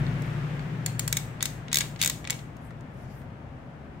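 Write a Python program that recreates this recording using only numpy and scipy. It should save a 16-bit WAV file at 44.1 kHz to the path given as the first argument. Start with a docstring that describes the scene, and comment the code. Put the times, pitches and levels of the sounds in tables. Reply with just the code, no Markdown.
"""The winding knob of a plastic toy launcher is turned by hand in short twists, close by in a small room. A
small catch (the pawl) snaps over the ratchet teeth and makes the hollow shell ring. The loose knob ticks, dull
low thumps go with the clicks, and fingers rub, tap and squeak on the plastic. Outside, a slow engine throbs and
fades into a low background rumble."""
import sys
import numpy as np
from scipy import signal
from scipy.fft import rfft, irfft, next_fast_len
from scipy.io import wavfile
from scipy.ndimage import uniform_filter1d

SR = 44100
rng = np.random.default_rng(int(sys.argv[2]) if len(sys.argv) > 2 else 0)


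def generate_wav(sig):
    """Save sig (samples, or channels by samples) to the path in sys.argv[1] as 16-bit PCM at SR."""
    pcm = np.round(np.clip(np.atleast_2d(sig).T, -1, 1) * 32767).astype(np.int16)
    wavfile.write(sys.argv[1], SR, pcm)


N = 176400

LOW_PAN_DB, ROOM_PAN_DB = 3.5, 2.5  # how much louder the left side is
# tone of plastic striking plastic (frequency [Hz], level [dB])
CRACK_TONE = [(300, -19.5), (900, -11), (2100, 0.5), (2850, 2), (4000, -0.5), (4900, 1), (7500, 4.5),
              (9800, -2), (13000, 0), (15500, 0.5)]


def undb(db):
    """Turn decibels into a number to multiply by."""
    return 10 ** (np.asarray(db) / 20)


def unit(x):
    """Scale a sound to an average power of 1."""
    return x / np.sqrt(np.mean(x ** 2))


def curve(at, points):
    """Read between (Hz, value) points, giving every octave equal space."""
    hz, value = np.array(points).T
    return np.interp(np.log(np.maximum(at, 1)), np.log(hz), value)


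def colour(x, points):
    """Change the tone of a sound to follow (Hz, dB) points."""
    n = x.shape[-1]
    size = 2 * next_fast_len(n)
    gain = undb(curve(np.fft.rfftfreq(size, 1 / SR), points))
    # arrange the filter so that nothing rings before the sound starts
    cepstrum = irfft(np.log(gain))
    cepstrum[1:size // 2] *= 2
    cepstrum[size // 2 + 1:] = 0
    return irfft(rfft(x, size) * np.exp(rfft(cepstrum)))[..., :n]


def fade(t, t60):
    """Die away by 60 dB every t60 seconds."""
    return np.exp(-np.log(1000) * t / t60)


def arch(t, length):
    """Rise from 0 to 1 and fall back over length seconds."""
    return np.sin(np.pi * np.minimum(t / length, 1))


def wander(per_s):
    """A smooth random wobble, about 1 in size."""
    hold = int(SR / per_s)
    steps = rng.standard_normal(1024)[np.arange(N) // hold]
    return 1.3 * uniform_filter1d(uniform_filter1d(steps, hold), hold)


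def grit(n, grain_db=5):
    """Stereo noise made grainy by random jumps in level."""
    return rng.standard_normal((2, n)) * undb(grain_db * rng.standard_normal(n))


def pan(db):
    """Left and right gains, with the left louder by db."""
    return undb(np.array([[db], [-db]]) / 2)


def add(out, start, x):
    """Mix a sound in at start seconds."""
    i = max(int(start * SR), 0)
    out[..., i:i + x.shape[-1]] += x[..., :N - i]


def air(tone):
    """Noise from all around, nearly the same on both sides in the bass."""
    # how alike the two sides are (frequency [Hz], likeness [0-1])
    likeness = [(100, 0.83), (250, 0.99), (500, 0.53), (1000, 0.04), (8000, 0.067)]
    alike = np.clip(curve(np.fft.rfftfreq(N, 1 / SR), likeness), -1, 1)
    mid, side = irfft(rfft(rng.standard_normal((2, N))) * np.sqrt([1 + alike, 1 - alike]), N)
    return unit(colour(np.array([mid + side, mid - side]), tone)) * pan(LOW_PAN_DB)


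def background():
    """A steady rumble and a wash of distant traffic that dies down."""
    # tone of the rumble (frequency [Hz], level [dB])
    rumble_tone = [(20, -11.5), (38, -30.5), (56, -0.5), (78, -3), (120, -2), (165, -4.5), (230, -4.5),
                   (400, -15.5), (650, -13), (1100, -20), (1700, -23), (2800, -32.5), (4200, -43.5),
                   (8000, -51.5), (15000, -61.5)]
    # tone of the traffic (frequency [Hz], level [dB])
    traffic_tone = [(150, -1), (350, 2.5), (800, -4), (1800, -3.5), (2800, -10.5), (4500, -22), (8000, -28),
                    (10000, -34.5), (15000, -36)]
    # loudness of the traffic (time [s], level [dB])
    traffic_levels = [(0, -39.5), (.4, -40.5), (.9, -45), (1.5, -48), (2.399, -54.5), (4, -62.5)]
    ebb = undb(np.interp(np.arange(N) / SR, *np.array(traffic_levels).T))
    return undb(-43.5) * air(rumble_tone) + ebb * air(traffic_tone)


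def engine():
    """A slow engine booms through the walls: wavering tones at multiples of its firing rate."""
    # how the engine runs (time [s], firing rate [Hz], level [dB])
    running = [(0, 13.54, -25), (0.299, 14.2, -29), (0.699, 14.76, -32.5), (1.17, 14.1, -33.5),
               (1.299, 14.1, -39), (2.1, 14, -40.5), (2.6, 14.35, -47.5), (3.1, 12.9, -42.5),
               (4, 13.8, -55.5)]
    # exhaust tones heard indoors (multiple of the firing rate, level [dB])
    exhaust = [(4, -13), (8, -3.5), (9, -8), (10, -0.5), (11, -2.5), (12, -9.5), (13, -11), (16, -22),
               (18, -14.5), (20, -24), (22, -30.5), (24, -31.5), (26, -22.5)]
    waver_db, waver_rad = 2.4, 0.45
    t = np.arange(N) / SR
    times, rate, db = np.array(running).T
    phase = 2 * np.pi * np.cumsum(np.interp(t, times, rate)) / SR
    boom = 0
    for multiple, tone_db in exhaust:
        drift = rng.uniform(0, 2 * np.pi) + waver_rad * wander(per_s=8)
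        gain = undb(tone_db + waver_db * wander(per_s=8))
        boom = boom + gain * np.sin(multiple * phase + drift)
    return unit(boom) * undb(np.interp(t, times, db)) * pan(LOW_PAN_DB)


def room_echo(x):
    """The hard walls of a small room blur a sound into a short echo."""
    # tone of the echo (frequency [Hz], level [dB])
    echo_tone = [(300, 17), (1500, -3.5), (3000, -1), (5000, -4), (8000, -7), (10000, -8.5), (15000, -10.5)]
    echo_db, delay_s, split_hz = -7, 0.005, 7000
    t = np.arange(SR // 2) / SR
    tail = 0
    for band, t60 in (("low", 0.3), ("high", 0.37)):
        band_filter = signal.butter(2, split_hz, band, fs=SR, output="sos")
        tail = tail + signal.sosfilt(band_filter, rng.standard_normal((2, len(t)))) * fade(t, t60)
    tail *= np.clip(t / delay_s - 1, 0, 1)
    tail = colour(unit(tail) / np.sqrt(len(t)), echo_tone)
    return undb(echo_db) * pan(ROOM_PAN_DB) * signal.fftconvolve(x, tail, axes=1)[:, :N]


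def low_thumps(pitch_hz=126.4, attack_s=0.0083):
    """Dull, low thumps go with the clicks, the loudest as the knob is let go."""
    # thumps (time [s], level [dB])
    knocks = [(1.126, -41), (1.17, -37), (2.031, -37), (2.084, -47.5), (2.291, -29.5)]
    out = np.zeros((2, N))
    t = np.arange(SR // 2) / SR
    thud = np.sin(2 * np.pi * pitch_hz * t) * fade(t, t60=0.3) * np.minimum(t / attack_s, 1)
    for start, db in knocks:
        add(out, start, undb(db) * thud)
    return out * pan(LOW_PAN_DB)


def finger_rubs(width_octaves=0.45, judder_db=2.2):
    """Skin slides unevenly over plastic with a grainy hiss."""
    # finger strokes (time [s], length [s], level [dB], middle frequency [Hz])
    rubs = [(.18, .19, -69, 11000), (2.59, .13, -69, 9800), (2.9, .2, -70.5, 10000),
            (3.06, .21, -68.5, 11700), (2.9, .38, -68.5, 5500)]
    out = np.zeros((2, N))
    t = np.arange(SR // 2) / SR
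    for start, length, db, hz in rubs:
        octaves = np.log2(np.maximum(np.fft.rfftfreq(len(t), 1 / SR), 1) / hz)
        band = np.exp(-.5 * (octaves / width_octaves) ** 2)
        hiss = unit(irfft(rfft(grit(len(t))) * band, len(t)))
        stroke = arch(t, length) * undb(judder_db * wander(per_s=93)[:len(t)])
        add(out, start, undb(db) * hiss * stroke)
    return out * pan(ROOM_PAN_DB)


def finger_taps():
    """Fingertips land on the shell, each with a soft puff of noise."""
    # taps (time [s], level [dB])
    taps = [(2.7065, -43.5), (3.217, -48)]
    # tone of a soft tap (frequency [Hz], level [dB])
    tap_tone = [(300, -14), (750, -2), (1400, 0), (1900, -2), (3000, -16), (8000, -26), (15000, -40)]
    out = np.zeros((2, N))
    t = np.arange(SR // 10) / SR
    for start, db in taps:
        noise = rng.standard_normal(len(t)) + rng.standard_normal((2, len(t)))
        add(out, start, undb(db) * unit(colour(noise, tap_tone)) * fade(t, t60=0.043))
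    return out * pan(ROOM_PAN_DB)


def finger_squeaks(flutter_hz=220, sag_octaves_per_s=0.6):
    """Skin catches on the plastic in faint, shaky squeaks that sag in pitch."""
    # squeaks (time [s], length [s], level [dB], starting pitch [Hz])
    squeaks = [(2.62, .045, -68, 10300), (2.63, .05, -72, 13400), (2.635, .06, -68.5, 8300),
               (2.655, .03, -71, 10900), (3.08, .07, -70, 4750), (3.085, .07, -72.5, 12750),
               (3.12, .07, -73, 14300), (3.155, .06, -69, 12100), (3.18, .055, -73, 8500)]
    out = np.zeros((2, N))
    t = np.arange(SR // 10) / SR
    smoothing = signal.butter(2, flutter_hz, fs=SR, output="sos")
    for start, length, db, hz in squeaks:
        flutter = signal.sosfilt(smoothing, rng.standard_normal((2, 2, len(t))))
        phase = 2 * np.pi * np.cumsum(hz * 2 ** (-sag_octaves_per_s * t)) / SR
        squeak = unit(flutter[0] * np.cos(phase) + flutter[1] * np.sin(phase))
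        add(out, start, undb(db) * squeak * arch(t, length))
    return out * pan(ROOM_PAN_DB)


def shell_ring(age, load):
    """The struck shell rings with many notes; the load on the pawl sets how strong each one is."""
    # the shell's notes (pitch [Hz], level with pawl slack [dB], level with it loaded [dB], fade time [s])
    notes = [(900, -16.5, -21, .025), (1130, -15.5, -19, .022), (1634, -15.5, -8.5, 0.028),
             (1950, -9, -7.5, 0.034), (2248, -10.5, -6, 0.037), (3443, -8.5, -8.5, 0.025),
             (3784, -12, 2, 0.02), (4392, 0.5, -9, 0.024), (5480, -8.5, -2.5, 0.0166),
             (6627, 0.5, 4, 0.017), (7230, 6.5, -1.5, 0.02), (7910, -10.5, 0.5, 0.02365),
             (8420, 6, 2.5, 0.015), (10970, 2.5, -2.5, 0.012), (11760, -4, -5, 0.011),
             (14200, -6, 0, 0.015), (16000, -3, 0.5, 0.015)]
    scatter_db, pitch_scatter, stereo_rad_per_khz = 2.5, 0.014, 0.24
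    hz, slack_db, loaded_db, t60 = np.array(notes).T[:, :, None]
    note_db = slack_db + np.clip(load, 0, 1) * (loaded_db - slack_db)
    stereo_shift = stereo_rad_per_khz * hz / 1000 * rng.standard_normal((2,) + hz.shape)
    phase = rng.uniform(0, 2 * np.pi, hz.shape) + stereo_shift
    gain = undb(note_db + scatter_db * rng.standard_normal(hz.shape))
    detune = 1 + pitch_scatter * rng.standard_normal(hz.shape)
    ringing = gain * fade(age, t60) * np.sin(2 * np.pi * hz * detune * age + phase)
    return unit(ringing.sum(axis=1))


def click(db, tilt_db, bite_db, load=0.52, bounce_ms=1., bounce_size=0.):
    """Plastic hits plastic and may bounce once: a sharp crack plus the ring of the shell."""
    crack_db, spike_db, attack_s, bite_hz = -2.5, 12, 0.00028, 3850
    t = np.arange(1024) / SR
    spike = 1 + undb(spike_db) * fade(t, t60=0.0025)
    hit = 0
    for delay, size in ((0, 1), (bounce_ms / 1000, bounce_size)):
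        age = np.maximum(t - delay, 0)
        ring = shell_ring(age, load)
        noise = rng.standard_normal(len(t)) + 3.2 * rng.standard_normal((2, len(t)))
        crack = unit(colour(noise, CRACK_TONE) * fade(age, t60=0.024))
        hit = hit + size * (ring + undb(crack_db) * crack * spike) * np.minimum(age / attack_s, 1)
    hit = colour(hit, [(2300, 0), (bite_hz, bite_db), (7500, tilt_db), (15000, 2 * tilt_db)])
    # set the level as if all the energy came within 10 ms
    power = np.sum(hit ** 2, axis=1, keepdims=True) / (SR / 100)
    return undb(db) * hit / np.sqrt(power)


def knob_drags():
    """The turning knob drags with a gritty rasp."""
    # drags (time [s], length [s], level [dB])
    drags = [(1.411, 0.026, -41), (1.72, 0.0088, -40), (1.99, 0.035, -38), (2.387, .012, -47)]
    # tone of the rasp (frequency [Hz], level [dB])
    rasp_tone = [(500, -14.5), (2000, 2), (3800, 0.5), (7000, -7.5), (15000, -18.5)]
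    out = np.zeros((2, N))
    t = np.arange(2048) / SR
    for start, length, db in drags:
        rasp = unit(colour(grit(len(t)), rasp_tone))
        add(out, start, undb(db) * rasp * np.sqrt(np.abs(arch(t, length))))
    return out


def ratchet(scrape_db=-6, scrape_rise_s=0.0007):
    """The knob drags, the pawl scrapes and snaps over the teeth, and the loose knob ticks."""
    # pawl snaps (time [s], level [dB], treble tilt [dB per octave], upper-mid bite [dB],
    # load on the pawl [0-1], bounce delay [ms], bounce size [0-1])
    snaps = [(0.8617, -24, -1.5, -1, 0, 1.4, 0.85), (0.994, -23, 1, 1.5, 0, 1.45, 1),
             (1.078, -24.5, 0.5, -3.5, 0.1, 1.26, 0.67), (1.1269, -21, -1, -4, 1, 1.12, 0.67),
             (1.1696, -21.5, 1, 1, .95, 2.55, 1), (1.4266, -20.5, 1.5, 0.5, 1, 1.14, 0.63),
             (1.4558, -24, -0.5, 0.5, 0.7, 2.0, 0.59), (1.7293, -22, -0.5, 3, 0.7, 1.22, 0.64),
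             (1.7439, -19.5, 0, -0.5, 0.9, 1.6, 0.79), (1.7566, -19.5, 2.5, 3, 1, 1.0, 0.68),
             (1.7705, -19, 0.5, 4.5, 0.75, 1.19, 1), (1.7860, -21, 3.5, 3, .6, 1.7, 0.6),
             (1.8078, -23.5, -7.5, -4.5, 0.7, 2.4, 0.77), (2.0150, -20, -1.5, 5.5, 0.8, 2.72, 0.59),
             (2.0259, -21, 0, 2.5, 0.5, 2.6, 0.9), (2.0358, -23.5, -3, 2, 0.9, 1.1, 0.5),
             (2.0470, -23, -2.5, -5, 0.6, 0.89, .4), (2.06, -20.5, -0.5, -1, 0.8, 1.54, .6),
             (2.0756, -22, 1.5, 2.5, 0.8, 1.4, 0.55), (2.098, -23.5, 0.5, 2.5, 0.47, 2.4, 1),
             (2.305, -22, -1.5, -2.5, 0.55, 1.2, 0.48)]
    # knob ticks (time [s], level [dB], treble tilt [dB per octave], upper-mid bite [dB])
    ticks = [(.066, -45.5, -20, 5), (0.221, -47, 4, 12), (.594, -43, -23, -11), (1.4071, -35, -15, 2),
             (1.6827, -43, -20, 2), (1.7165, -39, -14, 4), (1.8054, -31.5, -14, -1), (1.816, -33.5, -8, -5),
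             (1.961, -45.5, -14, -3), (2.2435, -42.5, -14.5, -9), (2.2512, -38, -26, -7),
             (2.274, -34, -12.5, -7.5), (2.2992, -28, -11.5, -7.5), (2.3273, -39.5, -20, 0),
             (2.568, -56.5, 3, 4), (2.809, -59.5, -2, 1)]
    out = np.zeros((2, N))
    for start, *settings in snaps + ticks:
        add(out, start, click(*settings))
    # each tooth scrapes just before it lets go
    t = np.arange(256) / SR
    swell = np.exp((t - t[-1]) / scrape_rise_s)
    for start, db, *_ in snaps:
        scrape = unit(colour(rng.standard_normal((2, len(t))), CRACK_TONE)) * swell
        add(out, start - t[-1], undb(db + scrape_db) * scrape)
    return out + knob_drags()


def scene(directions=3):
    """The toy heard directly and as echoes from several directions, with outside sounds behind it."""
    # dulling at the right microphone, which faces away (frequency [Hz], level [dB])
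    far_side = [(500, -4), (2000, -4), (4000, -0.5), (7000, -1.5), (10000, -7), (15500, -9.5)]
    left, right = ratchet()
    direct = np.array([left, colour(right, far_side)])
    echo = sum(room_echo(ratchet()) for _ in range(directions)) / np.sqrt(directions)
    handling = low_thumps() + finger_rubs() + finger_taps() + finger_squeaks()
    return direct + echo + handling + background() + engine()


def record(dry):
    """The phone that picks up the sound cuts off the highest treble."""
    top_hz = 15600
    return signal.sosfilt(signal.ellip(8, .2, 70, top_hz, fs=SR, output="sos"), dry)


dry = scene()
out = record(dry)
generate_wav(out)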